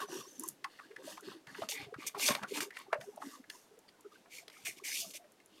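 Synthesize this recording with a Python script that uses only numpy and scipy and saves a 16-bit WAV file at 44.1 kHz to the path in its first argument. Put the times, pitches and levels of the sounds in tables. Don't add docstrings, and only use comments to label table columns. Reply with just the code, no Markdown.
import sys
import numpy as np
from scipy import signal
from scipy.fft import rfft, irfft, next_fast_len
from scipy.io import wavfile
from scipy.ndimage import uniform_filter1d, map_coordinates

SR = 44100
rng = np.random.default_rng(int(sys.argv[2]) if len(sys.argv) > 2 else 0)


def digitize_waveform(pressure):
    field = np.atleast_2d(pressure).T
    bounded = np.clip(field, -1, 1)
    quanta = np.round(bounded * 32767).astype(np.int16)
    wavfile.write(sys.argv[1], SR, quanta)


N = 246959

# frequency in Hz, relative level in dB.
ROOM_TONE_SPECTRUM = [(25, -14), (60, -18), (150, -8), (330, -1), (700, -5), (1400, -10.5), (3000, -14),
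                      (6000, -18), (9000, -21), (12000, -23.5), (16000, -30)]
# frequency in Hz, t60 in seconds.
ROOM_DECAY = [(150, 0.29), (1000, 0.12), (4000, 0.067), (14000, 0.17)]
# time in seconds, envelope peak in dB, pitch in Hz.
BOARD_BUMPS = [(1.285, -51, 170), (1.48, -56, 149), (1.525, -57, 180), (1.622, -53.5, 120),
               (1.801, -54.5, 140), (1.831, -51, 120), (1.874, -53, 135), (1.967, -50, 130),
               (2.155, -55.5, 150), (2.305, -42, 150), (2.431, -56, 140), (2.991, -52, 135),
               (4.643, -63, 130)]
# start in seconds, relative level in dB.
TICKS = [(0.396, -30), (0.4054, -43), (0.436, -32.5), (0.46, -44), (0.478, -35), (0.4868, -25),
         (1.208, -45.5), (2.789, -45), (3.16, -49), (3.79, -52), (4.008, -52.5), (5.32, -54), (5.46, -53)]
# frequency in Hz, relative level in dB.
TICK_SPECTRUM = [(2000, -36), (4500, -12), (7300, 8.5), (8500, -0.5), (9800, 9), (11500, -2), (13500, 4),
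                 (16000, -18)]
# time in seconds, pitch in Hz, relative level in dB.
INK_SQUEAK = [(.05, 6080, -72), (.09, 6000, -56), (.12, 5750, -53), (.19, 5650, -53), (.22, 6000, -57),
              (.26, 5350, -56), (.29, 6500, -58), (.33, 6000, -65), (.36, 6350, -60), (.39, 5750, -60),
              (.46, 6400, -58), (.53, 6500, -72)]
# start in seconds, peak in dB, pitch in Hz.
EDGE_CLACKS = [(.644, -31, 2300), (1.547, -39, 2000), (1.622, -38, 2700), (1.689, -27, 4200),
               (1.7196, -32, 3300), (2.2615, -19, 4600), (2.286, -21, 2800), (2.351, -28, 2600),
               (2.4335, -33, 2200), (2.6057, -24, 2200), (2.7692, -33, 2100), (2.9303, -21.5, 1600),
               (4.481, -43, 2900), (4.668, -32, 2400)]
CLACK_PARTIAL_RATIOS = [.76, .9, 1.07, 1.3]
# time in seconds, relative strength in dB, most excited pitch in Hz,
# fall away from that pitch in dB per octave, relative crack level in dB.
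HOLDER_KNOCKS = [(.018, -35, 1100, 28, -63), (.037, -42, 1100, 28, -65), (.088, -45, 750, 16, -75),
                 (.644, -33.5, 1800, 24, -42.5), (.649, -24, 1060, 48, -58), (.79, -47, 1990, 23, -68),
                 (.795, -41.5, 1190, 30, -68), (.914, -50, 1790, 18, -78), (.964, -38, 1800, 34, -56),
                 (1.173, -50, 2280, 30, -61), (1.178, -34.5, 1110, 38, -60), (1.319, -41, 1160, 35, -73),
                 (1.471, -46, 1600, 15, -55), (1.551, -41, 1450, 20, -60), (1.620, -39.5, 650, 8, -53),
                 (1.628, -36, 1100, 26, -54), (1.689, -56, 1500, 10, -46), (1.807, -44, 2200, 36, -60),
                 (1.943, -39, 1400, 17, -59), (2.149, -30.5, 1050, 28, -57), (2.165, -45, 990, 14, -64),
                 (2.196, -39.5, 890, 11, -40), (2.286, -28, 2330, 21, -29), (2.289, -25.5, 760, 13, -50),
                 (2.307, -34, 1400, 9, -46), (2.351, -35, 1900, 6, -36), (2.428, -43.5, 900, 8, -52),
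                 (2.434, -35.5, 1310, 15, -45), (2.574, -38, 1700, 9, -49), (2.605, -42, 1300, 13, -44),
                 (2.707, -45.5, 1900, 16, -56), (2.77, -39.5, 1820, 18, -47), (2.93, -26, 600, 6, -45),
                 (2.944, -38, 1700, 14, -56), (3.012, -43, 1870, 15, -50.5), (3.176, -35, 715, 29, -64),
                 (3.221, -35, 1050, 18.5, -58), (3.442, -53.5, 1900, 20, -78), (3.5, -38, 1850, 36, -42),
                 (4.26, -54.5, 1100, 10, -79.5), (4.481, -58, 1300, 3, -51), (4.5, -55, 2200, 10, -56),
                 (4.54, -55, 1950, 28, -68), (4.656, -37, 2250, 40, -46), (5.243, -60.5, 2000, 22, -76),
                 (5.402, -57, 2200, 28, -68)]
# nominal frequency in Hz, t60 in seconds.
KNOCK_MODES = [(520, 0.036), (590, .06), (679, 0.057), (802, 0.053), (955, 0.028), (1102, 0.039),
               (1270, 0.028), (1410, 0.018), (1560, 0.028), (1790, 0.046), (1950, 0.048), (2230, 0.036),
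               (2480, 0.012), (2760, .012)]
# frequency in Hz, relative level in dB.
CRACK_SPECTRUM = [(1500, -15), (2800, 0), (3500, 1), (5200, -1.5), (7000, -10), (10000, -9), (16000, -23)]
# centre in seconds, relative level in dB,
# mean pitch in Hz, length at half amplitude in seconds.
PAD_JUDDERS = [(.008, -45, 1550, .022), (.028, -36, 1090, .022), (.042, -42, 414, .024),
               (0.103, -40, 358.5, .009), (.123, -46, 2750, .006), (.132, -39, 365, .016),
               (.161, -36, 370, .012), (.176, -48, 1130, .016), (.21, -45, 1132, .016),
               (.25, -54, 1080, .025), (.274, -49, 380, .014), (.398, -42.5, 256, .014),
               (.418, -42, 342, .013), (0.443, -45.5, 1024, 0.023), (.472, -46, 329, 0.013),
               (0.631, -57.5, 399, 0.01), (.662, -48, 850, .012), (.812, -58, 1180, 0.023),
               (.842, -59, 1600, .03), (0.862, -53, 350, .01), (.913, -47.5, 435, 0.014),
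               (.937, -53, 450, 0.014), (1.005, -51, 520, 0.032), (1.044, -51, 390.4, .012),
               (1.08, -37, 604, 0.008), (1.101, -50.5, 600, .025), (1.13, -57, 1810, 0.027),
               (1.201, -55, 1400, 0.012), (1.232, -44, 411, .008), (1.255, -47.5, 326, .028),
               (1.255, -56, 1594, .04), (1.283, -41, 376, .013), (1.365, -45.5, 331, .022),
               (1.495, -50, 1700, .02), (1.592, -41.5, 414, 0.011), (1.625, -38.5, 680, .011),
               (1.643, -50, 699, .014), (1.644, -48.5, 223, .014), (1.7, -44, 580, .008),
               (1.724, -52, 800, 0.012), (1.809, -52, 780, .04), (1.88, -52.5, 414, .027),
               (1.899, -56, 720, 0.047), (1.93, -40.5, 436, 0.0077), (1.957, -52, 1250, .018),
               (1.99, -43, 300, 0.0074), (2.175, -44, 414, 0.038), (2.178, -45, 830, .02),
               (2.308, -31.5, 233, 0.011), (2.312, -36, 1100, 0.03), (2.3, -33, 600, .018),
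               (2.325, -33, 699, .006), (2.36, -44, 560, .025), (2.384, -46, 850, .016),
               (2.431, -44.5, 212, 0.023), (2.447, -43.5, 1330, .018), (2.514, -37, 400, .006),
               (2.524, -35, 376, .008), (2.56, -41, 2250, .012), (2.582, -42.5, 296.3, .048),
               (2.628, -43, 370.3, .02), (2.675, -47.5, 401, 0.025), (2.73, -54, 1900, .02),
               (2.8, -52.5, 1080, .035), (2.877, -55, 800, .02), (2.889, -47.5, 393, .012),
               (2.911, -55, 1146, .02), (2.961, -37, 579, 0.012), (2.983, -45, 579, 0.016),
               (3.001, -47, 560, .008), (3.021, -44, 700, .009), (3.04, -49, 680, 0.016),
               (3.087, -43.5, 413.3, 0.027), (3.137, -57, 830, .015), (3.207, -52, 780, .015),
               (3.232, -43, 846, .013), (3.264, -41.5, 275, 0.033), (3.345, -49.5, 1151, 0.043),
               (3.404, -50, 256, .012), (3.551, -53.5, 977, .018), (3.782, -50, 476, 0.0079),
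               (3.855, -64, 850, .012), (3.889, -55, 4600, .011), (3.945, -68, 1560, 0.027),
               (4.0, -59.5, 980, 0.013), (4.055, -59.5, 1380, .018), (4.062, -45, 413, 0.019),
               (4.125, -54.5, 1158, 0.016), (4.161, -60.5, 1540, .012), (4.212, -60, 210, .012),
               (4.283, -60, 700, 0.016), (4.33, -52, 2250, .022), (4.385, -52, 2200, .016),
               (4.43, -60, 720, .025), (4.484, -52, 421, .008), (4.568, -62, 1220, .016),
               (4.594, -62, 750, .012), (4.678, -51, 700, 0.013), (4.691, -46.5, 359, .007),
               (4.774, -51, 350, .009), (4.802, -54, 1130, .008), (4.824, -49, 376, .011),
               (4.888, -60, 780, .014), (4.918, -52, 1750, .03), (4.96, -43, 2300, .022),
               (5.048, -53, 667, 0.04), (5.051, -59.5, 1184, .008), (5.075, -56, 197, 0.023),
               (5.151, -54, 580, .012), (5.213, -54.5, 699, 0.026), (5.252, -57.5, 620, 0.021),
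               (5.55, -70, 3100, .05), (5.57, -65, 4770, .03)]
# frequency in Hz, relative width in Hz, relative level in dB.
PANEL_MODES = [(174, 58, -3.5), (236.4, 54, -1.5), (299.5, 46, 4), (357, 61, -2), (419, 50, 0.5),
               (491, 67, -2.5), (552, 81, -7)]
# frequency in Hz, relative width in Hz, relative level in dB.
HOLDER_MODES = [(676, 65, -0.5), (794, 71, 2), (947, 100, 8.5), (1126, 155, 9.5), (1236, 200, 1.5),
                (1512, 176, 8.5)]
# time in seconds, frequency in Hz.
SCRAPE_CENTRE = [(.2, 1700), (.76, 1900), (1.1, 1750), (1.3, 1700), (1.6, 2000), (1.8, 2250), (2.03, 2250),
                 (2.6, 2300), (2.8, 2150), (3.27, 1850), (4.35, 2250), (4.67, 2290), (4.86, 2200),
                 (4.92, 2250), (5.0, 2500), (5.15, 2250)]
# frequency in Hz, relative level in dB.
RASP_SPECTRUM = [(1900, -39.5), (2500, -5.5), (2800, 2.5), (3200, -1), (3700, 1.5), (4020, -7), (4300, 1.5),
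                 (4700, -3), (5200, -7.5), (6500, -51)]
# frequency in Hz, relative level in dB.
HISS_SPECTRUM = [(3800, -30.5), (4900, -4.5), (5500, -0.5), (6200, 0), (7000, -2), (8100, -5.5), (8900, -2),
                 (10000, -8.5), (11200, -5), (12300, -9), (13200, -7.5), (14500, -14.5), (15400, -18),
                 (16000, -25)]
# start in seconds, rise in seconds, hold in seconds, fade in seconds per 20 dB,
# felt level in dB, hiss re felt in dB, scrape re felt in dB, panel rumble in dB, hollow rub in dB.
DUSTER_STROKES = [(0.0, 0.004, .026, 0.035, -51, -1.5, -4, -57, -48),
                  (0.07, .055, 0.083, 0.05, -55.5, 1, -7, -54, -60),
                  (0.223, 0.022, 0.093, 0.27, -70.5, 6, -2, -64, -79),
                  (0.379, 0.039, 0.08, .05, -71.5, 10, -1, -61.5, -68),
                  (0.662, 0.049, .11, 0.25, -69, -5.5, -1, -74, -74),
                  (0.97, 0.023, 0.059, 0.13, -72, -4, -4, -59, -65),
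                  (1.019, .07, 0.036, 0.1, -56.5, 1, -5, -59, -61.5),
                  (1.218, 0.039, 0.074, .07, -58.5, -6, -0.5, -57.5, -63),
                  (1.47, 0.022, 0.072, 0.3, -66, -2, 3, -64, -62.5),
                  (1.547, 0.039, 0.055, 0.045, -58.5, -4, -1.5, -55, -65),
                  (1.686, 0.0046, 0.033, 0.055, -47, 4, -12, -70, -69),
                  (1.717, .002, .007, .008, -45, -2, -7, -70, -65),
                  (1.726, 0.027, 0.092, 0.04, -54.5, -10, 6.5, -60, -62),
                  (1.971, 0.045, 0.066, 0.06, -58.5, -4, 6, -64, -58.5),
                  (2.064, 0.0022, 0.02, .006, -49.5, 10.5, 5, -70, -62),
                  (2.142, 0.019, 0.024, 0.1, -63, -2, 3, -55, -58),
                  (2.173, 0.056, .015, 0.0466, -40, 4.5, -3, -58, -54),
                  (2.244, 0.021, 0.019, 0.05, -35.5, 2.5, -6, -52, -49),
                  (2.273, 0.019, 0.026, .085, -45, 0, 1.5, -46.5, -41),
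                  (2.416, 0.012, 0.016, 0.06, -68, -4, 5, -56, -50),
                  (2.47, 0.02, 0.043, 0.05, -58, 1, -3, -54, -70),
                  (2.533, .018, .035, 0.0247, -47.5, 2.5, 3.5, -56.5, -50.5),
                  (2.603, .003, .022, 0.04, -48, 5, 1.5, -56, -50.5),
                  (2.721, 0.05, 0.037, 0.06, -59, -4.5, 5.5, -69, -61.5),
                  (2.923, 0.0087, 0.012, 0.05, -71.5, -7, 8, -57, -51.5),
                  (3, 0.0077, 0.023, 0.2, -71.5, 6.5, -7, -62.5, -65.5),
                  (3.196, 0.036, .12, 0.08, -66, 4.5, 4, -66, -69),
                  (3.494, 0.0083, .04, 0.17, -69.5, 8.5, -3, -77, -70),
                  (3.882, .003, .01, .015, -65, -7, -2, -80, -80),
                  (4.108, 0.017, 0.024, 0.15, -70.5, -4, -7, -72, -74),
                  (4.293, 0.05, 0.045, 0.06, -58, 2, 0.5, -76, -77),
                  (4.499, .03, 0.099, 0.46, -67.5, 1, 2.5, -74, -76),
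                  (4.648, 0.0067, .025, 0.06, -52, 8, 9.5, -69, -69),
                  (4.759, 0.023, 0.011, 0, -61, 1, 2, -72, -76),
                  (4.835, .014, 0.1, .08, -50, 4.5, 4, -72, -71),
                  (4.9, .05, 0.061, 0.06, -45, 3.5, -6, -67.5, -76),
                  (5.03, .02, 0.063, .04, -67, 12, -6, -65, -76),
                  (5.103, .004, .008, .02, -56, 0, -5, -72, -78),
                  (5.133, 0.008, 0.028, 0.02, -52.5, 1.5, -2, -70, -73),
                  (5.48, .08, 0.03, .1, -70, -5, -12, -81, -76)]

TOP_HZ = 16200
SWELL_DB_PER_S = 12
BRAKING = 1.07
BITE_LOSS_DB_PER_S = 40
DRAG_LEAD_S, DRAG_FADE_RATIO = 0.0048, 1.13
LEANING_DB = -75
CONTACT_S, SOFTENING = 0.0014, 0.24
RATTLE_DB, RATTLE_T60_S = -13.5, .07
JUDDER_ROUGH_HZ = 2100
SLIP_HZ, SLIP_DRIFT, SLIP_FALL_DB = 150, .25, 7


def amp(db):
    return 10 ** (np.asarray(db) / 20)


def unit(x):
    return x / np.sqrt(np.mean(x ** 2) + 1e-20)


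def along(points, hz):
    f, v = np.transpose(points)
    return np.interp(np.log(hz + 1), np.log(f + 1), v)


def curves(rows):
    s, *cols = np.transpose(rows)
    return [np.interp(np.arange(N) / SR, s, c) for c in cols]


def wobble(rate_hz, points_per_knot=8):
    knots = rng.standard_normal(int(N * rate_hz / SR) + 4)
    steps = np.arange(len(knots) * points_per_knot) / points_per_knot
    return np.interp(np.arange(N) * rate_hz / SR, steps, map_coordinates(knots, [steps]))


def filtered(x, response):
    m = next_fast_len(N + SR // 2)
    return irfft(rfft(x, m) * response(np.fft.rfftfreq(m, 1 / SR)), m)[:N]


def coloured(x, points):
    size = 4096
    cepstrum = irfft(np.log(amp(along(points, np.fft.rfftfreq(size, 1 / SR)))))
    cepstrum[1:size // 2] *= 2
    cepstrum[size // 2 + 1:] = 0
    kernel = irfft(np.exp(rfft(cepstrum)))
    return signal.fftconvolve(x, kernel / np.linalg.norm(kernel))[:N]


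def add(track, s, sound):
    start = round(s * SR)
    sound = sound[max(-start, 0):]
    part = track[max(start, 0):][:len(sound)]
    part += sound[:len(part)]


def samples_at(seconds):
    return np.clip((seconds * SR).astype(int), 0, N - 1)


def band(hz, width_hz):
    phase = 2 * np.pi * np.cumsum(hz * np.ones(N)) / SR
    return unit(wobble(width_hz) * np.sin(phase) + wobble(width_hz) * np.cos(phase))


def background():
    return amp(-68.0) * unit(coloured(rng.standard_normal(N), ROOM_TONE_SPECTRUM))


def room(x):
    hz, t, z = signal.stft(rng.standard_normal(SR // 2), SR, nperseg=256)
    decay = amp(-60 * t / along(ROOM_DECAY, hz)[:, None])
    tail = signal.istft(z * decay, SR, nperseg=256)[1]
    tail = np.pad(tail, (round(0.0054 * SR), 0))
    return signal.fftconvolve(x, tail / np.linalg.norm(tail))[:N]


def bumps(rise_s=0.0072):
    out, t = np.zeros(N), np.arange(SR // 8) / SR
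    envelope = (t / rise_s * np.exp(1 - t / rise_s)) ** 2
    for s, db, hz in BOARD_BUMPS:
        add(out, s - rise_s, amp(db) * envelope * np.sin(2 * np.pi * hz * t))
    return out


def ticks(t60_s=0.019):
    out, t = np.zeros(N), np.arange(SR // 20) / SR
    for s, db in TICKS:
        add(out, s, amp(db - 4.0 - 60 * t / t60_s) * rng.standard_normal(len(t)))
    return coloured(out, TICK_SPECTRUM)


def squeak(width_hz=330):
    hz, db = curves(INK_SQUEAK)
    t = np.arange(N) / SR
    sounding = (t > INK_SQUEAK[0][0]) & (t < INK_SQUEAK[-1][0])
    return sounding * amp(db - 3 + 3.5 * wobble(70)) * band(hz, width_hz)


def clacks(spread=.03, t60_cycles=24):
    out, t = np.zeros(N), np.arange(SR // 50) / SR
    for s, db, hz in EDGE_CLACKS:
        detune = np.exp(spread * rng.standard_normal(len(CLACK_PARTIAL_RATIOS)))
        partials_hz = hz * np.array(CLACK_PARTIAL_RATIOS) * detune
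        envelope = (1 - np.exp(-t * hz)) * amp(-60 * t * hz / t60_cycles)
        wave = np.sin(2 * np.pi * partials_hz[:, None] * t).sum(0) * envelope
        add(out, s, amp(db) * wave / np.abs(wave).max())
    return out


def knocks(crack_t60_s=0.02, scatter_db=2.0, punch=0.94, punch_t60_s=0.031):
    ring, cracks, t = np.zeros(N), np.zeros(N), np.arange(-SR // 50, SR // 8) / SR
    hz, t60_s = np.transpose(KNOCK_MODES)
    since = np.maximum(t, 0)
    blow = 1 + punch * amp(-60 * since / punch_t60_s)
    chatter = np.array([band(f, width_hz=380) for f in hz]) * unit(amp(4 * wobble(240)))
    for s, db, centre_hz, fall_db, crack_db in HOLDER_KNOCKS:
        contact_s = CONTACT_S * amp(SOFTENING * (db - crack_db))
        onset = (1 + np.tanh(t / contact_s)) / 2
        force_db = db - fall_db * np.abs(np.log2(hz / centre_hz))
        strength, detune, phase = rng.standard_normal((3, len(hz), 1))
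        modes = np.sin(2 * np.pi * (hz[:, None] * (1 + 0.036 * detune) * t + phase))
        modes = modes * amp(force_db[:, None] + scatter_db * strength - 60 * since / t60_s[:, None])
        rattle = amp(force_db) @ chatter[:, samples_at(s + t)] * amp(RATTLE_DB - 60 * since / RATTLE_T60_S)
        crack = amp(crack_db + 6 - 60 * since / crack_t60_s) * rng.standard_normal(len(t))
        add(ring, s + t[0], onset * (amp(-7.0) * blow * modes.sum(0) + rattle))
        add(cracks, s + t[0], onset * crack)
    return ring + coloured(cracks, CRACK_SPECTRUM)


def judders(waver=0.0482, rough_db=2.5, scuff_hz=300):
    out, t = np.zeros(N), np.arange(-SR // 14, SR // 14) / SR
    drift, grip = wobble(160), wobble(200)
    ragged = unit(wobble(scuff_hz)) + 1j * unit(wobble(scuff_hz))
    for s, db, hz, length_s in PAD_JUDDERS:
        now = samples_at(s + t)
        phase = 2 * np.pi * (np.cumsum(hz * (1 + waver * drift[now])) / SR + rng.random())
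        swell = .5 ** ((2 * t / length_s) ** 2)
        ragged_share = min(hz / JUDDER_ROUGH_HZ, 1) ** 2
        regularity = np.sqrt(1 - ragged_share) + np.sqrt(ragged_share / 2) * ragged[now]
        wave = np.imag(np.exp(1j * phase) * regularity)
        add(out, s + t[0], amp(db + rough_db * grip[now] - 1.0) * swell * wave)
    return out


def sweep(age, rise, hold, fade):
    middle = np.sin(np.pi * np.clip((age - rise) / hold, 0, 1))
    slowing = np.clip((age - rise - hold) / fade, 0, 10)
    return np.clip(age / rise, 0, 1) * amp(SWELL_DB_PER_S * hold * middle - 20 * slowing ** BRAKING)


def strokes():
    scrape, rasp, hiss, rumble, rub = np.zeros((5, N))
    t = np.arange(SR * 2 // 3) / SR
    for s, rise, hold, fade, db, bright_db, bite_db, rumble_db, rub_db in DUSTER_STROKES:
        sliding = amp(db) * sweep(t, rise, hold, fade)
        load = sweep(t, rise, hold + DRAG_LEAD_S, fade * DRAG_FADE_RATIO)
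        add(scrape, s, (sliding * amp(bite_db - BITE_LOSS_DB_PER_S * t)) ** 2)
        add(rasp, s, sliding ** 2)
        add(hiss, s, (sliding * amp(bright_db)) ** 2)
        add(rumble, s - DRAG_LEAD_S, (load * amp(rumble_db)) ** 2)
        add(rub, s - DRAG_LEAD_S, (load * amp(rub_db)) ** 2)
    return np.sqrt([scrape, rasp, hiss, rumble, rub])


def slips(rate_hz, spread_db):
    releases = rng.random(N) < rate_hz / SR
    return unit(releases * rng.standard_normal(N) * amp(spread_db * rng.standard_normal(N)))


def rubbed(modes, patchy_db):
    return unit(sum(band(hz, 1.8 * width) * amp(db + patchy_db * wobble(32)) for hz, width, db in modes))


def jolted(kicks, modes, patchy_db):
    out = np.zeros(N)
    for hz, width, db in modes:
        b, a = signal.iirpeak(hz, hz / (2 * width), SR)
        once = signal.lfilter(b, a, kicks)
        out += unit(signal.lfilter(b, a, once)) * amp(db + patchy_db * wobble(32))
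    return unit(out)


def drag(rumble_gain, rub_gain):
    panel = rubbed(PANEL_MODES, patchy_db=7.0) * np.hypot(rumble_gain, amp(LEANING_DB))
    grit = slips(rate_hz=450, spread_db=1.0)
    return panel + jolted(grit, HOLDER_MODES, patchy_db=3.5) * rub_gain


def stutter():
    phase = np.cumsum(SLIP_HZ * np.exp(SLIP_DRIFT * wobble(70))) / SR
    return uniform_filter1d(amp(-SLIP_FALL_DB * (phase % 1)), size=40)


def travelling(x, patchy_db):
    z = signal.stft(x, nperseg=256)[2]
    across_hz = uniform_filter1d(rng.standard_normal(z.shape), size=3, axis=0)
    field = uniform_filter1d(across_hz, size=16, axis=1)
    return signal.istft(z * amp(patchy_db * unit(field)), nperseg=256)[1][:N]


def felt(scrape_gain, rasp_gain, hiss_gain, coarse_db=2.5):
    pressure_db = .8 * wobble(45) + 1.0 * wobble(260)
    pitch_hz, = curves(SCRAPE_CENTRE)
    slipping = stutter()
    resonance = band(pitch_hz, width_hz=520) + .3 * band(pitch_hz, width_hz=1300)
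    scrape = unit(resonance * slipping * amp(coarse_db * wobble(280))) * scrape_gain
    rasp_slips = slips(rate_hz=5000, spread_db=0.5) * np.sqrt(slipping)
    rasp = unit(coloured(rasp_slips, RASP_SPECTRUM)) * rasp_gain
    hiss = unit(coloured(slips(rate_hz=22000, spread_db=3.5), HISS_SPECTRUM)) * hiss_gain
    return travelling((scrape + rasp + hiss) * amp(pressure_db), patchy_db=1.83)


def scene():
    scrape, rasp, hiss, rumble, rub = strokes()
    wiping = felt(scrape, rasp, hiss) + drag(rumble, rub)
    wiping += judders() + knocks() + clacks() + bumps() + ticks() + squeak()
    return (wiping + amp(-15) * room(wiping) + background())[None]


def record(dry):
    return np.array([filtered(channel, lambda hz: hz < TOP_HZ) for channel in dry])


dry = scene()
out = record(dry)
digitize_waveform(out)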